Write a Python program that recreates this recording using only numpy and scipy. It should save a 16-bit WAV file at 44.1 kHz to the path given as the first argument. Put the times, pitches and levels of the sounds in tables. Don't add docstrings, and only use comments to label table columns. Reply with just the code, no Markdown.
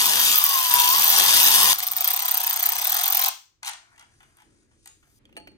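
import sys
import numpy as np
from scipy import signal
from scipy.fft import rfft, irfft, next_fast_len
from scipy.io import wavfile
from scipy.ndimage import uniform_filter1d, map_coordinates

SR = 44100
rng = np.random.default_rng(int(sys.argv[2]) if len(sys.argv) > 2 else 0)


def generate_wav(signal):
    frames = np.transpose(np.atleast_2d(signal))
    scaled = np.clip(frames, -1, 1) * 32767
    pcm = np.round(scaled).astype(np.int16)
    wavfile.write(sys.argv[1], SR, pcm)


N = 245637
FAST_END_S, SLOW_STOP_S, CARRIER_START_S = 1.733, 3.292, 5.19

TEETH = [0, .093, .21, .4]
# (f/Hz, width/Hz, relative level/dB)
PAWL = [(9500, 1700, -13), (12930, 1800, 4), (14450, 1880, 6), (16230, 760, -3.5)]
# (start t/s, gear rasp level/dB, housing hum and rumble over the rasp/dB,
# relative pawl level/dB, a last column that is not played [s])
FAST_RUNS = [(0, -20, -12, -25.5, -26.5, 0.14), (0.348, -23, -11.5, -38, -23, .385),
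             (.707, -21, -11.5, -30.5, -21.5, 1), (1.167, -18.5, -11.5, -26.5, -23, 1.28)]
# (t/s, stroke rate/Hz)
FAST_SPEED = [(0, 96.7), (.19, 83.1), (.34, 83.7), (.35, 88.6), (.4, 83.1), (.5, 76.9), (.6, 71.9),
              (.7, 69.6), (.712, 67.4), (.85, 67.9), (.9, 69), (.952, 76.4), (1.03, 84), (1.16, 84.7),
              (1.18, 95.1), (1.26, 92.5), (1.39, 94.3), (1.73, 94.5)]
# (t/s, relative level/dB)
SNAPS = [(0.385, -8), (0.925, -13.5), (1.443, -9.5)]
# (f/Hz, relative level/dB)
FAST_RASP = [(1300, -7.5), (1800, -3), (2200, -7), (2700, 0), (3400, 1.5), (4300, -3), (5000, 1.5),
             (5900, 0), (7000, -3), (8300, -2), (10000, -1.5), (11500, -0.5), (13000, -0.5), (16000, -32)]
# (f/Hz, width/Hz, level per pass/dB)
FAST_HUM = [(747, 265, -3.5), (1040, 234, 2), (1540, 950, -7)]
# (t/s, level/dB)
FAST_MESH = [(.3, -43.5), (.35, -33.5), (.42, -34), (0.599, -27.5), (0.701, -33), (0.711, -25), (.9, -24.5),
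             (.952, -25), (0.961, -37.5), (1.03, -36.5)]
FAST_RASP_PER_OCTAVE_DB = 4.5
MESH_CYCLES_PER_STROKE = 14.4


def fast_runs():
    rate, = curves(FAST_SPEED)
    stroke = np.cumsum(rate) / SR
    runs = np.array(FAST_RUNS)
    run = np.searchsorted(runs[:, 0] * SR, np.arange(N), side="right") - 1
    start, rasp_db, hum_db, rumble_db, pawl_db = runs[run].T[:5]
    octaves = np.log2(rate / rate[(start * SR).astype(int)])
    rasp_db = rasp_db + FAST_RASP_PER_OCTAVE_DB * octaves + 0.24 * wobble(13.27)
    pawl_db = pawl_db + 2.6 * wobble(40)

    first = np.flatnonzero(np.diff(np.floor(stroke)) > 0)
    chance = rng.standard_normal((len(first), 2, len(TEETH)))
    times = first[:, None] / SR + (np.array(TEETH) + 0.049 * chance[:, 0]) / rate[first, None]
    levels = pawl_db[first, None] + 4.3 * chance[:, 1] + [4.5, -0.5, -12.0, -3.5]
    snap_s, snap_db = np.transpose(SNAPS)
    times, levels = np.append(times, snap_s), np.append(levels, snap_db)
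    pawl = resonant(bursts(times, levels + 22.0, 0.0042, clean=0.37, rise=0.0011), PAWL)

    hum_db = hum_db + 0.6 * wobble(9.3)
    rumble_db = rumble_db + 1.5 * wobble(15)
    rasp, hum = gears(stroke, FAST_RASP, FAST_HUM, hum_db, rumble_db, swell_db=0.5, swell_at=0.49,
                      grit_db=7.5, knock_db=11.5, thump=0.11)
    span = (FAST_MESH[0][0], FAST_MESH[-1][0])
    mesh = tone(MESH_CYCLES_PER_STROKE * rate, curves(FAST_MESH)[0], span, waver_hz=1.5, flutter_db=0.7)

    gear = heard(rasp, glint_db=-5.5) + heard(hum, wet_db=-3.5, glint_db=-10.5)
    running = amp(rasp_db) * gear + heard(pawl) + direct(mesh, glint_db=-26)
    return between(0, FAST_END_S) * running


# (t/s, stroke rate/Hz)
SLOW_SPEED = [(1.7394, 20.11), (1.854, 25.9), (1.935, 17.52), (2.081, 34.31), (2.309, 33.42),
              (2.558, 30.81), (2.783, 31.68), (2.945, 44.22), (3.3, 43.91)]
# (t/s, relative level/dB)
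SLOW_PAWL = [(1.78, -3.5), (1.83, -2), (2.11, 3.5), (2.19, -4), (2.28, -2.5), (2.36, 4), (2.41, -6.5),
             (2.5, 0), (2.58, -0.5), (2.67, 4.5), (2.75, -6), (2.84, -1.5), (2.92, 2), (2.99, -5.5),
             (3.08, -0.5), (3.16, 0.5), (3.21, -0.5), (3.29, -1)]
# (f/Hz, relative level/dB)
SLOW_RASP = [(1300, -3), (1900, -3.5), (2500, -2.5), (3400, -0.5), (4300, -2.5), (5000, -0.5), (5900, 0),
             (7000, -4), (8300, -2.5), (10000, -5), (11500, -1.5), (13000, -8), (14500, -4.5), (16000, -9)]
# (f/Hz, width/Hz, level per pass/dB)
SLOW_HUM = [(751, 150, -2.5), (937, 184, -3), (1052, 120, 0.5), (1267, 220, -2.5), (1444, 365, -7)]
# (t/s, f/Hz)
WHINE = [(1.8, 8200), (1.85, 8250), (1.96, 8160), (2.06, 8360), (2.3, 8390), (2.5, 8340), (2.78, 8350),
         (2.92, 8520), (3.26, 8540)]
# (t/s, f/Hz, level/dB)
SLOW_MESH = [(2.04, 940, -48.5), (2.2, 1010, -42.5), (2.4, 945, -42), (2.55, 926, -48), (2.7, 904, -45),
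             (2.85, 990, -49)]
# (f/Hz, width/Hz, depth 0-1)
SLOW_DIP = [(1100, 52, .8)]
SLOW_TEETH_DB = [-11, -10.5, -10, -22]
SLOW_RASP_DB, SLOW_HUM_DB = -29.5, -36
SLOW_RASP_PER_OCTAVE_DB, SLOW_HUM_PER_OCTAVE_DB = 5.5, 6
SLOW_RUMBLE_DB, WHINE_DB, TOOTH_SCATTER_DB = -62.5, -43.5, 3.5


def slow_run():
    rate, = curves(SLOW_SPEED)
    stroke = np.cumsum(rate * (np.arange(N) >= SLOW_SPEED[0][0] * SR)) / SR
    count = np.arange(int(stroke[int(SLOW_STOP_S * SR)]) + 1)
    times = np.interp(count[:, None] + TEETH, stroke, np.arange(N) / SR)
    scatter_db = TOOTH_SCATTER_DB * np.tanh(rng.standard_normal(times.shape))
    levels = np.interp(times, *np.transpose(SLOW_PAWL)) + SLOW_TEETH_DB + scatter_db
    kept = times < SLOW_STOP_S
    pawl = resonant(bursts(times[kept], levels[kept] + 7.5, 0.0028, clean=2.8, rise=0.0003), PAWL)

    octaves = np.log2(rate / 32)
    rasp_db = SLOW_RASP_DB + SLOW_RASP_PER_OCTAVE_DB * octaves
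    hum_db = SLOW_HUM_DB + SLOW_HUM_PER_OCTAVE_DB * octaves
    rasp, hum = gears(stroke, SLOW_RASP, SLOW_HUM, hum_db - rasp_db, SLOW_RUMBLE_DB - rasp_db,
                      swell_db=6.5, swell_at=0.085, grit_db=6.0, knock_db=20, thump=0.019)
    whine_span = (WHINE[0][0], WHINE[-1][0])
    whine_db = WHINE_DB + 2.4 * wobble(8.24)
    whine = tone(curves(WHINE)[0], whine_db, whine_span, waver_hz=5.2, flutter_db=-1.0)
    mesh_span = (SLOW_MESH[0][0], SLOW_MESH[-1][0])
    mesh = tone(*curves(SLOW_MESH), mesh_span, waver_hz=8, flutter_db=3.5)

    on = between(0, SLOW_STOP_S)
    gear = heard(rasp * on, glint_db=-5) + heard(hum * on, wet_db=-0.5, glint_db=-10)
    running = amp(rasp_db) * notched(gear, SLOW_DIP)
    running = running + heard(pawl, glint_db=-21.0) + direct(whine + mesh, glint_db=-11)
    return between(FAST_END_S, 9) * running


# (f/Hz, relative level/dB)
RUMBLE = [(25, -30), (70, -8), (190, -3.5), (300, -1.5), (550, 2), (800, -3.5)]
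SHAKE_DB = [1.5, 2, 1, 0.5, -2.5, -1, -3.5]


def gears(stroke, rasp, hum, hum_db, rumble_db, swell_db, swell_at, grit_db, knock_db, thump):
    swell = amp(swell_db * np.cos(2 * np.pi * (stroke - swell_at)) + 0.7 * wobble(14))
    grit = amp(grit_db * np.tanh(wobble(900)))
    turn = np.flatnonzero(np.diff(np.floor(stroke - TEETH[3])) > 0) / SR
    knock_levels = knock_db + 2.5 * wobble(80)[(turn * SR).astype(int)]
    knocks = bursts(turn, knock_levels, 0.004, clean=1.5, rise=0.0005)
    drive = unit(swell * grit * rng.standard_normal(N)) + knocks

    housing_noise = amp(0.35 * wobble(29.0)) * np.sqrt(swell) * rng.standard_normal(N)
    body = unit(resonant(resonant(housing_noise, hum), hum))

    shake = np.zeros(N)
    for order, db in enumerate(SHAKE_DB, start=1):
        level = amp(db + 2.4 * wobble(22))
        shake += level * np.sin(2 * np.pi * order * stroke + 0.8 * wobble(10))
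    low = shaped(np.sqrt(swell) * rng.standard_normal(N) + thump * shake, RUMBLE)
    return shaped(drive, rasp), amp(hum_db) * body + amp(rumble_db) * low


def tone(hz, db, span, waver_hz, flutter_db):
    turns = np.cumsum(hz + waver_hz * wobble(40)) / SR
    level = np.sqrt(2) * amp(db + flutter_db * wobble(60))
    return level * np.sin(2 * np.pi * turns) * between(*span)


def handling():
    sliding = scuffs() * between(SCUFF[0][0], CARRIER_START_S)
    lifted = heard(sliding + socket_blows(), side=0.97)
    knocked = heard(carrier_blows(), side=-0.45, wet_db=-9.0, glint_db=-11)
    return lifted * between(0, CARRIER_START_S) + knocked


# (t/s, crack level/dB, thud and tick over the crack/dB, ring level/dB), relative
TAPS = [(3.6306, -18.5, -15, -20, -90), (3.647, -17.5, -20, -29, -90), (3.712, -23.5, -16.5, -18, -90),
        (3.734, -22.5, -13, -20, -90), (3.96, -46, -14, -22, -90), (3.9791, -34, -17, -22, -88),
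        (3.995, -31, -16, -19, -90), (4.01, -38, -9, -19, -90), (4.025, -43.5, -4.5, -16, -90),
        (4.2036, -47.5, 1.5, -24, -90), (4.23, -47, -3, -12, -90), (4.3702, -50, -6, 0, -90),
        (4.385, -49, -3, -14, -90), (4.402, -46, -8, -13, -92), (4.42, -43, -9, -12, -90),
        (4.714, -60, -2, -20, -90), (4.8583, -31.5, -15.5, -6, -67), (4.8748, -29.5, -25, -5, -47),
        (5.0284, -57, 0.5, -21, -85)]
# (f/Hz, relative level/dB, decay by 60 dB t/s)
SOCKET = [(6830, -5, .12), (6901, -4, .17), (6949, -4, .2), (7068, -7, .12), (8393, -11, .12)]


def socket_blows():
    thud = [(826, 160, -1.5), (1500, 900, -4), (3300, 540, -7.5)]  # (f/Hz, width/Hz, dB)
    return contacts(TAPS + rattles(), SOCKET, thud, crack_t60=0.015, thud_t60=0.069)


# (start t/s, length t/s, hardest at share 0-1, crack level/dB, thud and tick over it/dB)
RATTLES = [(3.657, 0.042, 0.41, -14.5, -20.5, -14)]
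RATTLE_GAP_S, RATTLE_SCATTER_DB = 0.006, 0.5
RATTLE_FALL_DB = -11


def rattles():
    rows = []
    index = np.arange(12)
    for start, length, hardest, db, thud_db, tick_db in RATTLES:
        chance = rng.standard_normal((12, 4))
        s = RATTLE_GAP_S * (index + 0.41 * np.tanh(chance[:, 0]) * (index > 0))
        fall_db = RATTLE_FALL_DB * np.abs(s / length - hardest)
        levels = RATTLE_SCATTER_DB * np.tanh(chance[:, 1:]) + [db, thud_db, tick_db]
        for at, fall, (crack, thud, tick) in zip(s, fall_db, levels):
            if at <= length:
                rows.append((start + at, crack + fall, thud, tick, -120))
    return rows


# (t/s, crack level/dB, thud and tick over the crack/dB, ring level/dB,
# clack f/Hz, clack level/dB); crack, thud, tick and ring are relative
KNOCKS = [(5.2538, -41, -20, -30, -80, 3250, -47), (5.292, -66, 4, -30, -90, 900, -57),
          (5.3267, -47, -14, -15.5, -80, 2810, -48), (5.3556, -52, -14, -15, -80, 3700, -60),
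          (5.3668, -32.5, -7.5, -19, -45, 2750, -29), (5.373, -41, -1, -23, -50.5, 1300, -41.5),
          (5.3994, -51, -1, -28, -72, 2300, -58.5), (5.473, -40.5, -3, -20, -59, 1900, -38.5),
          (5.5164, -57, -8, -11, -80, 4270, -61)]
# (f/Hz, relative level/dB, decay by 60 dB t/s)
CARRIER = [(290, 1.5, .14), (498, -7.5, 0.19), (684, -6.5, 0.24), (856, -7, 0.34), (905, -10, .15),
           (1730, -16, 0.14), (2240, -12, .08), (2420, -3, .1), (2710, 1.5, .12), (3300, -18, .2),
           (4410, -2.5, .45), (8726, -2.5, 0.099)]


def carrier_blows():
    thud = [(490, 260, 6.9), (927, 730, -2), (2200, 1200, 3), (3050, 440, 3.6)]  # (f/Hz, width/Hz, dB)
    return contacts(KNOCKS, CARRIER, thud, crack_t60=0.01, thud_t60=0.04) + clacks()


def clacks():
    out, t = np.zeros(N + SR), np.arange(SR // 10) / SR
    for s, *_, hz, db in KNOCKS:
        note = amp(db - 60 * t / 0.021) * np.sin(2 * np.pi * hz * t)
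        out[round(s * SR):][:len(t)] += note
    return out[:N]


RING_RISE_CYCLES = 1.5
RING_BUZZ_DB = 4.5


def contacts(events, modes, thud, crack_t60, thud_t60):
    s, db, thud_db, tick_db, ring_db = np.transpose([row[:5] for row in events])
    band = lambda hz: signal.butter(N=4, Wn=hz, btype="band", fs=SR, output="sos")
    crack = signal.sosfilt(band([1500, 9500]), bursts(s, db - 3, crack_t60, clean=1.5, rise=0.0009))
    tick = signal.sosfilt(band([7000, 14500]), bursts(s, db + tick_db + 11, 0.0028))
    dull = resonant(bursts(s, db + thud_db + 11.0, thud_t60), thud)
    out = np.pad(crack + tick + dull, (0, SR))
    t = np.arange(SR // 2) / SR
    for at, level_db in zip(s, ring_db):
        ring = np.zeros(len(t))
        for hz, mode_db, t60 in modes:
            buzz_db = RING_BUZZ_DB * np.sqrt(500 / hz) * wobble(70)[:len(t)]
            level = amp(mode_db + rng.normal(0, 1.5) + buzz_db - 60 * t / t60)
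            rise = 1 - np.exp(-t * hz / RING_RISE_CYCLES)
            ring += level * rise * np.sin(2 * np.pi * hz * t)
        out[round(at * SR):][:len(t)] += amp(level_db) * ring
    return out[:N]


# (t/s, low rustle level/dB, rub level/dB, fine hiss level/dB)
SCUFF = [(3.626, -52, -64, -77), (3.86, -67, -79, -86), (4.02, -66, -73, -84), (4.19, -76, -70, -88),
         (4.22, -67, -69, -80), (4.33, -72, -70.5, -86), (4.41, -68, -69, -80), (4.5, -76, -70.5, -92),
         (4.63, -76, -70, -94), (4.67, -82.5, -83, -96), (4.72, -73, -74, -96), (4.77, -82, -78, -96),
         (4.845, -92, -69, -94.5), (4.9, -76, -68, -79), (5.015, -86.5, -78, -82), (5.035, -69.5, -73, -77),
         (5.18, -81, -72, -73)]
# (f/Hz, relative level/dB)
SCUFF_COLOUR = [(2500, -5), (3500, -8), (5000, -2), (7000, -1), (9000, -1.5), (10500, -3.5)]


def scuffs():
    rustle_db, rub_db, fine_db = curves(SCUFF)
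    grain = amp(1.6 * wobble(200) + 0.86 * wobble(25))
    grainy = lambda colour: shaped(grain * rng.standard_normal(N), colour)
    rub = amp(rub_db + 1.4 * wobble(5.0)) * grainy(SCUFF_COLOUR)
    rustle = amp(rustle_db) * grainy([(650, -1.0), (900, -5.0), (1500, -0.5), (2400, -5)])
    fine = amp(fine_db + 1.5 * wobble(6)) * grainy([(10500, 3), (13000, -2), (15000, -5), (16000, -13)])
    return rub + rustle + fine


# (t/s, deep level/dB, upper
# level/dB)
AIR = [(3.3, -68, -68), (3.4, -80, -87), (3.7, -74.5, -78), (4.2, -68, -70), (4.42, -71, -75),
       (4.48, -69, -64), (4.7, -67, -70), (4.8, -68.5, -71), (5.1, -66, -71.5), (5.3, -64.5, -63),
       (5.45, -62, -59)]
# (f/Hz, relative level/dB)
DEEP_AIR = [(25, -3.5), (45, -1), (110, -0.5), (150, -5)]
UPPER_AIR = [(170, -1.5), (330, 2.5), (480, -8.5), (600, -12.5)]
HISS = [(300, 2.5), (2000, 3), (5000, -8.5), (10000, -13.5), (12500, -27.5)]


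def room_tone():
    deep_db, upper_db = curves(AIR)
    pair = lambda: rng.standard_normal(N) + rng.standard_normal((2, N))
    deep = amp(deep_db + 0.96 * wobble(9.8)) * shaped(pair(), DEEP_AIR)
    upper = amp(upper_db + 1.2 * wobble(7.1)) * shaped(pair(), UPPER_AIR)
    hiss_db = np.where(np.arange(N) < CARRIER_START_S * SR, -81, -72)
    return deep + upper + amp(hiss_db) * shaped(rng.standard_normal((2, N)), HISS)


# (f/Hz, decay by 60 dB t/s, relative echo level/dB)
GARAGE = [(200, 0.13, -2), (994, 0.34, -7), (3080, 0.35, -2.5), (7550, 0.41, -6), (9050, 0.27, -1),
          (10550, 0.25, -14), (13870, 0.31, -18)]


def heard(x, side=1, wet_db=0., glint_db=-7.5):
    step = SR // 7
    noise = rng.standard_normal((N // step + 2, 2, 3 * step))
    hz, t, z = signal.stft(noise, SR, nperseg=256)
    decay = amp(-60 * t / along(GARAGE, hz)[:, None])
    tails = signal.istft(z * decay, SR, nperseg=256)[1]
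    echo = shifting(np.pad(x, (130, 0))[:N], tails, step)
    half = side * np.array([[.5], [-.5]])
    colour = lambda f: amp(wet_db + along(GARAGE, f, axis=2) + half * along(TILT, f))
    return direct(x, side, glint_db) + filtered(echo, colour)


# (f/Hz, phase/rad)
LEAD = [(0, 1), (950, 1.45), (1210, 2.0), (2580, 2.5), (3700, 5.5), (3960, 4.5), (5680, 4.5), (6460, 7.5),
        (7490, 8), (8350, 7.5), (9730, -1.5), (10200, -2.5), (13000, -5.5), (16100, -9)]
# (f/Hz, level/dB)
TILT = [(60, 11.5), (110, 12), (200, 14), (380, 6.5), (700, 4), (1290, 2.5), (2380, 1), (4400, 5.5),
        (8120, 4), (15000, -1)]


def direct(x, side=1, glint_db=-8.0):
    t, step = np.arange(SR // 50) / SR, SR // 24
    glints = rng.standard_normal((N // step + 2, 2, len(t))) * amp(-60 * t / 0.014) * (t > 0.0005)
    half = np.array([[.5], [-.5]])
    lead = lambda f: np.exp(1j * half * np.interp(f, *np.transpose(LEAD)))
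    both = amp(glint_db) * shifting(x, glints, step) + filtered(x, lead)
    return filtered(both, lambda f: amp(side * half * along(TILT, f)))


def shifting(x, answers, step):
    count = len(answers)
    padded = np.pad(x, (step, 3 * step))
    fade = np.sin(np.pi * np.arange(2 * step) / (2 * step))
    pieces = np.array([padded[k * step:][:2 * step] * fade for k in range(count)])
    even = answers / np.linalg.norm(answers, axis=2, keepdims=True)
    out = np.zeros((2, (count + 6) * step))
    for k, answer in enumerate(signal.fftconvolve(pieces[:, None], even, axes=2)):
        out[:, k * step:][:, :answer.shape[1]] += answer
    return out[:, step:step + N]


def bursts(times, levels_db, t60, clean=0., rise=0.000096):
    kicks = np.bincount(np.clip(times * SR, 0, N - 1).astype(int), amp(levels_db), N)
    t = np.arange(int(t60 * SR) + 2) / SR
    envelope = amp(-60 * t / t60) * (1 - np.exp(-t / rise))
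    puffs = signal.fftconvolve(kicks, envelope)[:N] * rng.standard_normal(N)
    return puffs + clean * kicks


def resonant(x, modes):
    def response(f):
        total = 0
        for k, (c, w, db) in enumerate(modes):
            total = total + (-1) ** k * amp(db) * 1j * f * w / (c * c - f * f + 1j * f * w)
        return total
    return filtered(x, response)


def shaped(x, points):
    closed = [(points[0][0] * 0.6, -60), *points, (points[-1][0] * 1.3, -60)]
    return unit(filtered(x, lambda hz: amp(along(closed, hz))))


def notched(x, notches):
    hollow = lambda f, c, w, d: 1 - np.clip(d, 0, 1) / (1 + (2 * (f - c) / w) ** 2)
    return filtered(x, lambda f: np.prod([hollow(f, *notch) for notch in notches], axis=0))


def filtered(x, response):
    m = next_fast_len(N + SR // 2)
    return irfft(rfft(x, m) * response(np.fft.rfftfreq(m, 1 / SR)), m)[..., :N]


def wobble(rate):
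    knots = rng.standard_normal(int(N * rate / SR) + 4)
    return map_coordinates(knots, [np.arange(N) * rate / SR])


def between(start, end):
    gate = 1. * (np.arange(N) >= start * SR) * (np.arange(N) < end * SR)
    return uniform_filter1d(gate, size=132, mode="nearest")


def curves(rows):
    s, *cols = np.transpose(rows)
    return [np.interp(np.arange(N) / SR, s, c) for c in cols]


def along(points, hz, axis=1):
    table = np.array(points)
    return np.interp(np.log(hz + 1), np.log(table[:, 0] + 1), table[:, axis])


def amp(db):
    return 10 ** (np.asarray(db) / 20)


def unit(x):
    return x / np.sqrt(np.mean(x ** 2) + 1e-20)


def scene():
    return fast_runs() + slow_run() + handling() + room_tone()


# (f/Hz, width/Hz, depth 0-1)
NOTCHES = [(5300, 140, 0.8), (7625, 270, 1)]
TOP_HZ = 16200


def record(dry):
    edge = lambda f: np.sin(np.pi / 2 * np.clip((TOP_HZ - f) / 350, 0, 1)) ** 2
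    coloured = notched(dry, NOTCHES)
    rounded = coloured / (1 + np.abs(coloured / 0.95) ** 4) ** (1 / 4)
    return filtered(rounded, edge)


dry = scene()
out = record(dry)
generate_wav(out)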